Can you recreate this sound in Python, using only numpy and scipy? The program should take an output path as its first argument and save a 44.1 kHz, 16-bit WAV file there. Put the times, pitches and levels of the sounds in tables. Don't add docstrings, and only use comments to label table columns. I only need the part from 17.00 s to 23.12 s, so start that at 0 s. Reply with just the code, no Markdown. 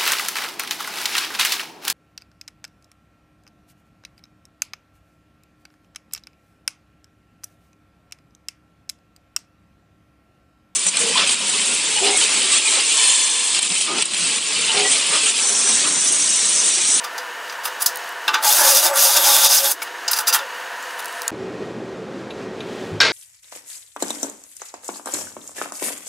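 import sys
import numpy as np
from scipy import signal
from scipy.fft import rfft, irfft, next_fast_len
from scipy.io import wavfile
from scipy.ndimage import uniform_filter1d, map_coordinates

SR = 44100
rng = np.random.default_rng(int(sys.argv[2]) if len(sys.argv) > 2 else 0)


def materialize(psi):
    bounded = np.clip(np.atleast_2d(psi).T, -1, 1)
    quanta = np.round(bounded * 32767).astype(np.int16)
    wavfile.write(sys.argv[1], SR, quanta)


def voltage_ratio(level):
    return 10 ** (np.asarray(level, float) / 20)


N = 269892

FAST_END_S, SLOW_START_S = 4.307, 4.316
# full cut in seconds, let go in seconds, cutting level in dB,
# rise in dB per second, fall in dB per second.
BURSTS = [
    (1.448, 1.865, -12.5, 900, 386),
    (1.975, 2.72, -13, 483, 999.5),
]


def unit(x):
    return x / np.sqrt(np.mean(x ** 2) + 1e-20)


def along(points, hz):
    f, v = np.transpose(points)
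    return np.interp(np.log(hz + 1), np.log(f + 1), v)


def wobble(rate):
    knots = rng.standard_normal(int(N * rate / SR) + 4)
    return map_coordinates(knots, [np.arange(N) * rate / SR])


def swells(rows, column=1, as_gain=True):
    ms = np.arange(0, N / SR, 1 / 1000)
    total = 0
    for row in rows:
        height = voltage_ratio(row[column]) if as_gain else row[column]
        total = total + height * np.exp(-((ms - row[0]) / row[-1]) ** 2)
    return np.interp(np.arange(N) / SR, ms, total)


def filtered(x, response):
    m = next_fast_len(N + SR // 2)
    return irfft(rfft(x, m) * response(np.fft.rfftfreq(m, 1 / SR)), m)[..., :N]


def mode(f, hz, width):
    return 1j * f * width / (hz * hz - f * f + 1j * f * width + 1e-9)


def peaks(f, modes):
    return 1 + sum((voltage_ratio(db) - 1) * mode(f, hz, width) for hz, width, db in modes)


def band(f, lo_hz, hi_hz):
    return signal.freqs(*signal.butter(3, [lo_hz, hi_hz], "band", analog=True), f)[1]


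def tone(hz, gain, blur, flutter_db):
    strength = np.sqrt(2) * gain * voltage_ratio(flutter_db * wobble(39.95))
    return strength * np.sin(2 * np.pi * np.cumsum(hz) / SR + blur * wobble(120))


def strike(s, db, modes):
    out, start = np.zeros(N), round(s * SR)
    t = np.arange(min(N - start, SR // 3)) / SR
    ring = 0
    for hz, level, t60 in modes:
        walk = uniform_filter1d(np.cumsum(rng.standard_normal(len(t))), size=14)
        rattle = 0.065 * np.sqrt(hz / 3000) * walk
        decay = voltage_ratio(db + level + rng.normal(0, 1.9) - 60 * t / t60)
        ring = ring + decay * np.sin(2 * np.pi * hz * t + rattle)
    out[start:][:len(t)] = ring * (1 - np.exp(-t / 0.00071))
    return out


def wandering(x, colour, modes, rate, flare_db):
    def paths(f):
        resonances = [(voltage_ratio(db) - 1) * mode(f, hz, width) for hz, width, db in modes]
        return colour(f) * np.array([1 + 0 * f] + resonances)
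    parts = filtered(x, paths)
    return unit(parts[0] + sum(voltage_ratio(flare_db * wobble(rate)) * part for part in parts[1:]))


def motor_hz(slip_db):
    # trigger pulled in seconds, gear mesh then in Hz, run-up in seconds, released in seconds,
    # braking in seconds.
    trigger = [
        (1.44, 5840, .19, 1.872, .008),
        (1.944, 7700, 0.044, 2.695, 0.041),
    ]
    knee_hz, knee_share = 10860, 0.59
    run_up_hz, steady_hz, coast_hz, settle_s = 11610, 11730, 8000, 0.025
    path = []
    for pull, hz, run, release, brake in trigger:
        path += [(pull, hz), (pull + knee_share * run, knee_hz), (pull + run, run_up_hz)]
        path += [(pull + run + settle_s, steady_hz), (release, steady_hz), (release + brake, coast_hz)]
    s, hz = np.transpose(path)
    drag_hz_per_db = 40
    return np.interp(np.arange(N) / SR, s, hz) + drag_hz_per_db * uniform_filter1d(slip_db, size=2000)


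def drill():
    # time in seconds, cutting gained in dB, half length in seconds.
    slips = [(1.45, -3, 0.073), (1.575, -2, 0.032), (1.63, -2.5, 0.012), (1.74, -2, .015),
             (1.817, -6.5, 0.018), (2.18, -5, 0.072), (2.172, 6, 0.0087), (2.29, 1, 0.036),
             (2.41, -2.5, 0.016), (2.45, 2, 0.03), (2.485, -9, 0.011), (2.575, 0, 0.019),
             (2.62, -5.5, 0.026), (2.69, -6.5, 0.063)]
    # time in seconds, rail boom in dB, bit chatter in dB, half length in seconds.
    bites = [(1.445, -25.5, -26, 0.021), (1.51, -38, -20, 0.012), (1.635, -26, -43, 0.082),
             (1.784, -53, -23, 0.022), (1.87, -31.5, -27, 0.037), (1.925, -27, -54, 0.048),
             (1.975, -35, -28, 0.021), (2.1, -41, -39.5, 0.14), (2.18, -31, -22, 0.047),
             (2.25, -34, -21, 0.029), (2.29, -32, -31, 0.021), (2.372, -36, -19, 0.07),
             (2.462, -43, -19, 0.03), (2.537, -55, -24, 0.014), (2.605, -55, -32.5, 0.013),
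             (2.66, -52, -19, 0.016)]
    # frequency in Hz, density in dB per Hz.
    chip_colour = [(1060, -46), (1800, -10), (2180, -13), (3190, -9.5), (3620, -8.5), (4080, -3),
                   (5120, -3.5), (7570, -2), (11300, 0), (15800, -5.5)]
    # frequency in Hz, width in Hz, level over the noise in dB.
    rail_high = [(2810, 430, 7), (4726, 46, 9), (4980, 90, 10), (5236, 75, 9.5), (5840, 68.6, 9.5),
                 (6340, 156, 7.5), (6470, 60, 6.5), (6870, 120, 4), (8650, 100, 4), (9400, 77, 6.5),
                 (9800, 68, 7), (11200, 80, 6), (13400, 80, 2), (14600, 120, 9)]
    rail_low = [(351, 20, 18.7), (619, 35, 16), (740, 71, 12), (838, 30, 15), (900, 45, 14.8),
                (977, 110, 8.6), (1165, 67, 15.2), (1330, 18, 6.8), (1387, 40, 14), (1520, 38, 15),
                (1650, 40, 3.2)]
    # frequency in Hz, width in Hz, level in dB.
    bit_modes = [(3320, 19, -1), (3517, 240, 0), (3695, 70, -2)]
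    # time in seconds, level in dB, half length in seconds.
    grinds = [(1.53, -35, .015), (1.7, -20, 0.024), (1.77, -21.5, .035), (1.86, -23, 0.016),
              (2.05, -24.5, .04), (2.17, -18, .01), (2.27, -20, 0.037), (2.33, -23, 0.025),
              (2.45, -18, 0.037), (2.53, -18, 0.032), (2.58, -18, 0.014)]
    # time in seconds, level
    # in dB, half length in seconds.
    drones = [(1.67, -20.5, 0.019), (1.75, -20.5, 0.059), (1.91, -19.5, 0.034), (1.97, -25.5, 0.037),
              (2.08, -27.5, 0.066), (2.19, -29.5, 0.031), (2.3, -28, 0.065), (2.48, -25, 0.051),
              (2.64, -26.5, 0.043), (3.43, -32, 0.03)]
    # time in seconds, level in dB, half length in seconds, frequency in Hz.
    hums = [(1.487, -19.5, 0.026, 845), (1.64, -27.5, 0.027, 840), (2.1, -30, 0.015, 835),
            (1.88, -30, 0.028, 890), (2.29, -25, 0.032, 835), (2.28, -29, 0.015, 1500),
            (2.45, -25, 0.021, 880), (2.67, -32, 0.034, 835), (1.63, -26.5, 0.034, 1700),
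            (2.43, -27.5, 0.018, 1400)]
    # time in seconds, level in dB, half length in seconds.
    whines = [(1.48, -24, .02), (1.535, -27, .015), (1.6, -32, .015), (1.92, -36, .025), (1.985, -24, .03),
              (2.03, -27, .015), (2.22, -25, .04), (2.44, -28, .015), (2.67, -29, .025)]
    # time in seconds, level in dB, half length in seconds.
    sways = [
        (1.33, -46, 0.072),
        (2.72, -52.5, 0.15),
        (3.0, -52, 0.13),
        (3.3, -53, 0.12),
    ]

    t = np.arange(N) / SR
    slip_db = swells(slips, as_gain=False)
    press_db = np.max([db - rise * np.maximum(full - t, 0) - fall * np.maximum(t - off, 0)
                       for full, off, db, rise, fall in BURSTS], axis=0)
    cut_db, mesh_hz = press_db + slip_db, motor_hz(slip_db)
    turn = np.cumsum(mesh_hz) / SR
    flutes = 1 + 0.1 * np.sin(2 * np.pi * turn / 34 + 1.1 * wobble(30))
    chip_size = voltage_ratio(0.81 * wobble(2500) + 1.1 * wobble(900) + 0.65 * wobble(44.83))
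    chips = rng.standard_normal(N) * chip_size * flutes

    z = signal.stft(chips, nperseg=1024)[2]
    flare = uniform_filter1d(rng.standard_normal(z.shape), size=2, axis=0)
    flare = uniform_filter1d(flare, size=4, axis=1)
    chips = signal.istft(z * voltage_ratio(1.2 * unit(flare)), nperseg=1024)[1][:N]
    cutting = wandering(chips, lambda f: voltage_ratio(along(chip_colour, f)), rail_high, rate=28, flare_db=2.4)
    grind = unit(filtered(np.roll(chips, SR), lambda f: band(f, 4600, 6900) * peaks(f, rail_high)))
    chatter = unit(filtered(chips, lambda f: sum(voltage_ratio(db) * mode(f, hz, width) for hz, width, db in bit_modes)))

    thrust = rng.standard_normal(N) * voltage_ratio(0.66 * wobble(25.4))
    boom = wandering(thrust, lambda f: band(f, 485, 2500), rail_low, rate=22, flare_db=1.8)
    shake = unit(filtered(thrust, lambda f: band(f, 20, 298)))
    drone = np.sqrt(2) * np.sin(2 * np.pi * 550 * t + 1.2 * wobble(30)) * voltage_ratio(3 * wobble(35) - 2)
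    whine_gain = voltage_ratio(press_db + 10 - 35) + swells(whines)
    whine = tone(mesh_hz, whine_gain, blur=1.2, flutter_db=2.5)
    hum = sum(tone(np.full(N, hz), swells([row]), blur=0.21, flutter_db=-0.3) for *row, hz in hums)
    sway = tone(np.full(N, 357), swells(sways), blur=1.4, flutter_db=1.0)

    boom_gain = voltage_ratio(press_db + 0.46 * slip_db - 14.5) + swells(bites)
    chatter_gain = voltage_ratio(-6.5) * (voltage_ratio(cut_db - 13.5) + swells(bites, column=2))
    out = voltage_ratio(cut_db) * cutting + boom_gain * boom + chatter_gain * chatter
    out = out + voltage_ratio(-3.0) * swells(drones) * drone + swells(grinds) * grind
    return out + voltage_ratio(cut_db - 59.5) * shake + whine + hum + sway


def contacts(rows, gain_db, grit_db, rise, tail_db):
    drive = np.zeros((4, N + SR))
    t = np.arange(-SR // 20, SR // 5) / SR
    t60 = np.array([[.22], [.15], [.14], [.11]])
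    tail = voltage_ratio(tail_db - 60 * np.maximum(t, 0) / t60)
    for s, db, weight_db, sizzle_db, length in rows:
        length = np.clip(length, .001, .04)
        swell = np.exp(-(t / (rise * length)) ** 2)
        shape = np.where(t < 0, swell, np.maximum(np.exp(-(t / length) ** 2), tail))
        grit = voltage_ratio(grit_db * np.repeat(rng.standard_normal(len(t) // 32 + 1), 32)[:len(t)])
        level = voltage_ratio(db + gain_db + np.array([[weight_db - 1], [weight_db], [0], [sizzle_db]]))
        drive[:, round(s * SR):][:, :len(t)] += level * shape * grit * rng.standard_normal((4, len(t)))
    return drive[:, SR // 20:][:, :N]


def ringing(f, modes, over_db, damping, shift):
    rings = sum(voltage_ratio(db) * mode(f, shift * hz, damping * np.log(1000) / np.pi / t60) for hz, db, t60 in modes)
    return 1 + voltage_ratio(over_db) * rings


def through_steel(drive, ring_db, shift=1):
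    # frequency in Hz, level in dB, t60 in seconds.
    rail_ring = [(871, -3.5, 0.28), (1368, -8, 0.14), (1487, -8, 0.24), (1189, -8, 0.17),
                 (2345, -15.5, 0.073), (2430, -11.5, 0.093), (2710, -3, 0.049), (3055, -10, 0.14),
                 (3220, -34, 0.052), (3490, -6, 0.053), (3660, -12.5, 0.033), (3600, -28, 0.05)]
    bolt_ring = [(4866, 4, 0.098), (4930, -5, 0.14), (5480, -7, 0.069), (5890, 3, 0.21), (6530, -14, 0.086),
                 (6550, -20.5, 0.081), (7210, -7, 0.12), (7500, -9, 0.088), (9000, -8.5, 0.12),
                 (9900, -6, 0.07), (10900, -3.5, 0.094), (12320, -27, 0.11), (13890, -21, 0.15),
                 (15260, -18, 0.096)]

    def paths(f):
        boom = voltage_ratio(7.5) * band(f, 810, 1820) * ringing(f, rail_ring, 17.0 + ring_db, 1.6, shift)
        body = band(f, 2250, 4200) * ringing(f, rail_ring, 15.0 + ring_db, 0.82, shift)
        ring = voltage_ratio(-3.5) * band(f, 3760, 7430) * ringing(f, bolt_ring, 9.0 + ring_db, 2.9, shift)
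        sizzle = voltage_ratio(1.5) * band(f, 7950, 17900) * ringing(f, bolt_ring, 10.5 + ring_db, 4.3, shift)
        return [boom, body, ring, sizzle]
    return filtered(drive, paths).sum(axis=0)


def handling():
    # time in seconds, ring in dB, weight passed to the rail in dB,
    # sizzle in dB.
    knock_rows = [(0.18, -15, -9.5, -13.5), (0.0418, -22, -6, -4), (0.497, -21.5, -6, -20.5),
                  (0.524, -23.5, 1, -12), (0.636, -23, -8, -10), (0.6547, -15, 0, 0.5),
                  (0.8205, -13.5, -10, 3), (0.8609, 2.5, -23, -5.5), (1.2795, -14, 0, -8.5),
                  (1.287, -28, -5, -18.5), (1.3415, -9.5, 0.5, -12.5), (1.354, -23, 9, -20),
                  (1.368, -33, 8.5, -19), (1.384, -31, 11, -15), (1.426, -15, -10, -3),
                  (2.7153, -26, -18, 0), (2.723, -28.5, -10, -5), (2.819, -14.5, -5.5, -12.5),
                  (2.8265, -26, -5, 4), (2.874, -29, 6.5, -14), (3.08, -4, -16, -22), (3.114, -8, -14, 0.5),
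                  (3.132, -4.5, -14, -7.5), (3.1646, -21, -9, -7), (3.1872, -8.5, -6, -4),
                  (3.271, -6, -25, -9), (3.279, -10, -15, 1), (3.326, -10.5, -5, -5), (3.3328, -9, -13, -5),
                  (3.337, -7.5, -10, -5), (3.389, -19, 0.5, -19)]
    # peak in seconds, ring in dB, weight in dB, sizzle in dB,
    # length in seconds.
    scrapes = [(.048, -21, -3, -11.5, 0.011), (.186, -37.5, -8, -4, 0.0066), (.654, -22, -6, -1.5, 0.012),
               (.678, -23, 0, -5.5, 0.0088), (.812, -21, -5, -3.5, 0.01), (.826, -16.5, -15, -0.2, 0.0099),
               (1.289, -18.5, 6.5, -25.5, 0.0086), (1.337, -27, 4.5, -10, 0.005),
               (1.352, -21, 9.5, -23, 0.014), (2.714, -22.5, -11, 10, 0.011), (2.83, -33, -4, -2, 0.0078),
               (3.103, -19, -1, -20, 0.011), (3.172, -15, -6.5, -5.5, 0.015), (3.208, -19, -4, -2, 0.0095),
               (3.29, -7.5, -7.5, -7, 0.015), (3.348, -8, -2, 0, 0.0097),
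               (3.361, -15.5, -1.5, -1.5, 0.0081), (3.395, -39, 3, -16, 0.04), (3.997, -28.5, 0, -1, .009)]
    # time in seconds, ring in dB, sizzle in dB.
    tick_rows = [(0.9577, -20, 1), (0.972, -23, 4), (1.043, -36, -2), (1.079, -39, 1), (1.0916, -32, 3),
                 (1.1244, -29.5, -4), (3.8262, -26, -8), (3.9094, -27, -9), (3.994, -22, -7),
                 (4.004, -25, -8), (4.025, -28, -5.5), (4.082, -26, -8), (4.126, -24, -8), (4.045, -22, -6),
                 (4.057, -16, -5.5), (4.219, -14.5, -7.5), (4.2314, -27, -3.5), (4.279, -7, -12)]
    # time in seconds, peak in dB.
    snaps = [(1.437, -3), (1.4473, -6), (1.5257, 5.5), (1.6534, -3), (1.6843, -10), (1.7496, 0),
             (1.7716, 3), (1.8454, -15.5), (1.9392, -7), (1.9582, -4.5), (1.969, -6), (2.015, -2.5),
             (2.025, 5.5), (2.1428, 0), (2.168, 0), (2.244, -3), (2.2545, -2), (2.2884, -4.5),
             (2.3655, 7.5), (2.4176, -4), (2.446, 3), (2.4945, -13), (2.5044, -10), (2.5543, -5),
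             (2.6436, -1), (2.716, -8)]
    # time in seconds, level in dB, then modes as
    # frequency in Hz, level in dB, t60 in seconds; the next three tables are alike.
    clanks = [
        (1.2797, -14, [(888, -9, .1), (1378, 1.5, 0.072), (1544, -1, .07), (1610, -5, .075), (2570, -12, .08), (2760, -1, .05), (3214, -10, .05), (3700, 5, .03), (4037, -3, .07), (5146, -4, .035), (5200, -14, .12)]),
        (1.3412, -16, [(900, -9, 0.12), (1386, 2, 0.079), (1510, -1, 0.14), (2552, -8, .07), (2900, -3, .04), (3500, -1, .03), (3980, -10, .06), (5140, -8, .04), (5895, -12, .05), (6400, -1, .04), (7251, -10, .04)]),
        (3.0785, -17.5, [(2900, -10, .05), (3700, -4, .05), (4970, -1, .05), (5970, -11, .038), (6480, -6, .04)]),
        (3.1315, -22, [(4533, -1, .055), (5000, 0, .045), (6444, -3, .038), (3800, -6, .04)]),
        (3.272, -18, [(1770, -3, .06), (3750, -2, 0.1), (4070, -9.5, .08), (4942, -3, .07), (5846, -6, .1), (6240, -5, .08)]),
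        (3.282, -18, [(1372, 0, 0.17)]),
        (3.3268, -16, [(2720, -8, .07), (3800, -6, .05), (4530, -3, .1), (5000, -1, .07), (5800, -1, .07), (6300, -6, .1)]),
        (3.344, -24, [(1384, 0, .12), (1900, -2, .1), (3300, 2, 0.12)]),
    ]
    pings = [
        (3.8262, -29, [(7400, -2, 0.034)]),
        (4.082, -31, [(7450, 2, .03)]),
        (1.8, -31, [(5700, 0, .04)]),
    ]
    set_down = (2.8196, -19.5, [(2230, 2.5, 0.045), (2450, -6, 0.05), (2900, -4, .02)])
    clack = (4.279, -12.5, [(5170, -4, 0.012), (6840, 2.5, 0.012), (8000, 1, 0.011), (9400, 2.5, 0.013)])

    knocks = [(*row, 0.01) for row in knock_rows]
    tick_s, tick_weight_db = 0.0021, -15.5
    ticks = [(s, db, tick_weight_db, sizzle_db, tick_s) for s, db, sizzle_db in tick_rows]
    ticks += [(s, db - 8, tick_weight_db, -2, tick_s) for s, db in snaps]
    firm = []
    for k in range(2):
        hits = contacts(knocks[k::2], -5.5, grit_db=-0.7, rise=0.087, tail_db=-5.5)
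        firm.append(hits + contacts(scrapes[k::2], -4.5, grit_db=2.0, rise=1.0, tail_db=-5.0))
    light = contacts(ticks, -.5, grit_db=0, rise=0.1, tail_db=-30)
    blows = sum(strike(*blow) for blow in clanks + pings) + strike(*set_down) + strike(*clack)
    out = filtered(blows, lambda f: band(f, 360, 12000))
    out = out + through_steel(firm[0], ring_db=1.5)
    out = out + through_steel(firm[1], ring_db=-3.5, shift=1.045)
    out = out + through_steel(light, ring_db=-14.5)
    return out * (np.arange(N) < FAST_END_S * SR)


def clamp():
    # time in seconds, peak in dB.
    clicks = [
        (5.3057, -22),
        (5.605, -20.5),
    ]
    # frequency in Hz, level in dB, t60 in seconds.
    part = [(2420, -2.5, 0.053), (2690, -3, 0.067), (2900, 0, 0.033), (3400, 3, 0.028), (3720, 7.5, 0.024),
            (3960, -5, 0.11), (6420, -15, 0.12), (11000, -16, 0.071)]
    # time in seconds, level in dB, modes as frequency in Hz, level in dB, t60 in seconds.
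    bump = (5.915, -24, [(104.6, -3.5, 0.51), (158, -0.5, 0.29)])
    # time in seconds, level in dB, t60 in seconds, thud in dB.
    drops = [
        (6.0027, -7.5, 0.18, -37),
        (6.009, -19.5, .1, -20),
        (6.03, -23, 0.57, 0),
        (6.05, -22, 0.18, 6),
        (6.064, -27, .15, 4),
        (6.094, -34, 0.25, 9.5),
    ]
    # frequency in Hz, level in dB, t60 in seconds.
    clamp_modes = [(1170, -14, 0.4), (1460, -8, 0.12), (1593, 1, 0.28), (2018, -3, .6), (2160, -4.5, 0.6),
                   (2390, -1, 0.35), (2590, -5, .5), (3040, -13, 0.22), (3768, 0, 0.14), (4300, -2, .12),
                   (4651, -5.5, 0.5), (5110, -9, .7), (5340, 16, 0.023), (5701, -9, 0.12)]
    thud = [(474, 1, 0.14), (604, -9, 0.15), (650, -10, 0.72), (888, -5, 0.26)]
    # frequency in Hz, density in dB per Hz.
    clang = [(88, -51), (150, -40), (500, -10.5), (801, -9.5), (1250, -1), (1590, 3), (2000, -4),
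             (4370, -0.5), (6500, -13), (10500, -31.5), (14000, -72)]

    t = np.arange(N) / SR
    out = strike(*bump) * np.clip((t - bump[0]) / 0.012, 0, 1)
    shake = 0
    for s, db in clicks:
        out = out + strike(s, db - 12.0, part)
        shake = shake + voltage_ratio(db - 16 - 60 * np.abs(t - s) / 0.04) * (t >= s)
    for s, db, t60, thud_db in drops:
        out = out + strike(s, db - 10.0, clamp_modes) + strike(s, db + thud_db - 3.0, thud)
        shake = shake + voltage_ratio(db - 60 * np.abs(t - s) / t60) * np.clip((t - s) / 0.0008, 0, 1)
    noise = rng.standard_normal(N)
    colour = lambda f: voltage_ratio(along(clang, f))
    return out + voltage_ratio(-1.0) * filtered(shake * noise, colour) / np.std(filtered(noise, colour))


def rustle():
    # time in seconds, level in dB, low edge in Hz, high edge in Hz, half length in seconds.
    brushes = [
        (5.78, -45.5, 1650, 3800, 0.23),
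        (4.15, -47, 7800, 10800, 0.25),
        (5.794, -47, 720, 7600, 0.17),
    ]
    out = 0
    for row in brushes:
        hiss = unit(filtered(rng.standard_normal(N), lambda f: band(f, row[2], row[3])))
        out = out + swells([row]) * voltage_ratio(1.4 * wobble(150)) * hiss
    return out


def fan_pair(colour, split_hz, drone_db, air_db):
    high = lambda f: 1 / (1 + (split_hz / (f + 1)) ** 4)
    parts = filtered(rng.standard_normal((2, N)), lambda f: colour(f) * np.sqrt([1 - high(f), high(f)]))
    return voltage_ratio(drone_db) * unit(parts[0]) + voltage_ratio(air_db + .9 * wobble(12)) * unit(parts[1])


def fan():
    # frequency in Hz, density in dB per Hz.
    fan_colour = [(12, -66.5), (20, -37.5), (116, -11.5), (308, -5.5), (375, -3), (482, -10.5), (620, -11),
                  (969, -17), (1600, -19.5), (1890, -22), (2370, -24), (7230, -36.5), (11500, -51.5),
                  (15800, -65)]
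    # frequency in Hz, width in Hz, level in dB.
    room_fast = [(500, 12, 13), (693, 13.3, 12.2), (949, 78, 9.1), (1600, 110, 2.7), (1797, 130, 9.4),
                 (2660, 28, 5.9), (2910, 85, 7.9), (3800, 46, 5), (4160, 28, 4), (4530, 50, 5),
                 (6630, 13, 14)]
    room_slow = [(121.4, 7.9, 5.9), (189, 13, 6.1), (226, 11, 5.1), (380.8, 5.9, 9.3), (437, 4.8, 12.4),
                 (512, 41, 5.7), (1630, 23, 3.1), (1880, 5.5, 14), (2490, 6.2, 10)]

    t = np.arange(N) / SR
    recover = np.exp(-np.maximum(t - BURSTS[-1][1], 0) / 0.11)
    duck_db = -9 * (t > BURSTS[0][0]) * recover
    low_cut = lambda f: 1 / (1 + (170 / (f + 1)) ** 4)
    fast_colour = lambda f: voltage_ratio(along(fan_colour, f / 4)) * peaks(f, room_fast) * low_cut(f)
    slow_colour = lambda f: voltage_ratio(along(fan_colour, f)) * peaks(f, room_slow) / (1 + (45 / (f + 1)) ** 2)
    fast = fan_pair(fast_colour, 2920, drone_db=-31.5 + duck_db, air_db=-38.5 + duck_db)
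    slow = fan_pair(slow_colour, 1460, drone_db=-31.5, air_db=-44)
    rumble = voltage_ratio(-90 + 3 * wobble(4.5)) * unit(filtered(rng.standard_normal(N), lambda f: band(f, 9.8, 150)))
    fade_in = np.clip((t - FAST_END_S) / (SLOW_START_S - FAST_END_S), 0, 1) ** 3
    return (fast + rumble) * (t < FAST_END_S) + voltage_ratio(.5 * wobble(4.03)) * fade_in * slow


def scene():
    # frequency in Hz, side minus mid in dB.
    side_colour = [(60, -24), (110, -20), (200, -25), (380, -26.5), (1290, -31.5), (4400, -27.5),
                   (8120, -27), (15000, -26)]
    steady, hands, drop = fan() + drill(), handling(), clamp()
    t = np.arange(N) / SR
    cloth = rustle() * (np.abs(t - FAST_END_S - .3) > .3)
    late = np.roll(steady + voltage_ratio(-1.0) * hands, 40)
    side = filtered(late, lambda f: voltage_ratio(along(side_colour, f) - 1.5))
    side = side + 0.0027 * steady + 0.06 * drop + np.where(t < FAST_END_S, .3, .03) * cloth
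    mid = steady + hands + drop + cloth
    return np.array([mid + side, mid - side])


def band_limit(x):
    return signal.sosfilt(signal.butter(12, 16960, fs=SR, output="sos"), x)


def record(dry):
    x = dry / (1 + np.abs(dry / .81) ** 6) ** (1 / 6)
    slope = lambda f: 1 / (1 + np.exp(np.clip((f - 15780) / 40, -50, 50)))
    mix = filtered(x, lambda f: (voltage_ratio(-42.0) + slope(f)) * (f < 16950))
    return band_limit(mix)


dry = scene()
out = record(dry)
materialize(out)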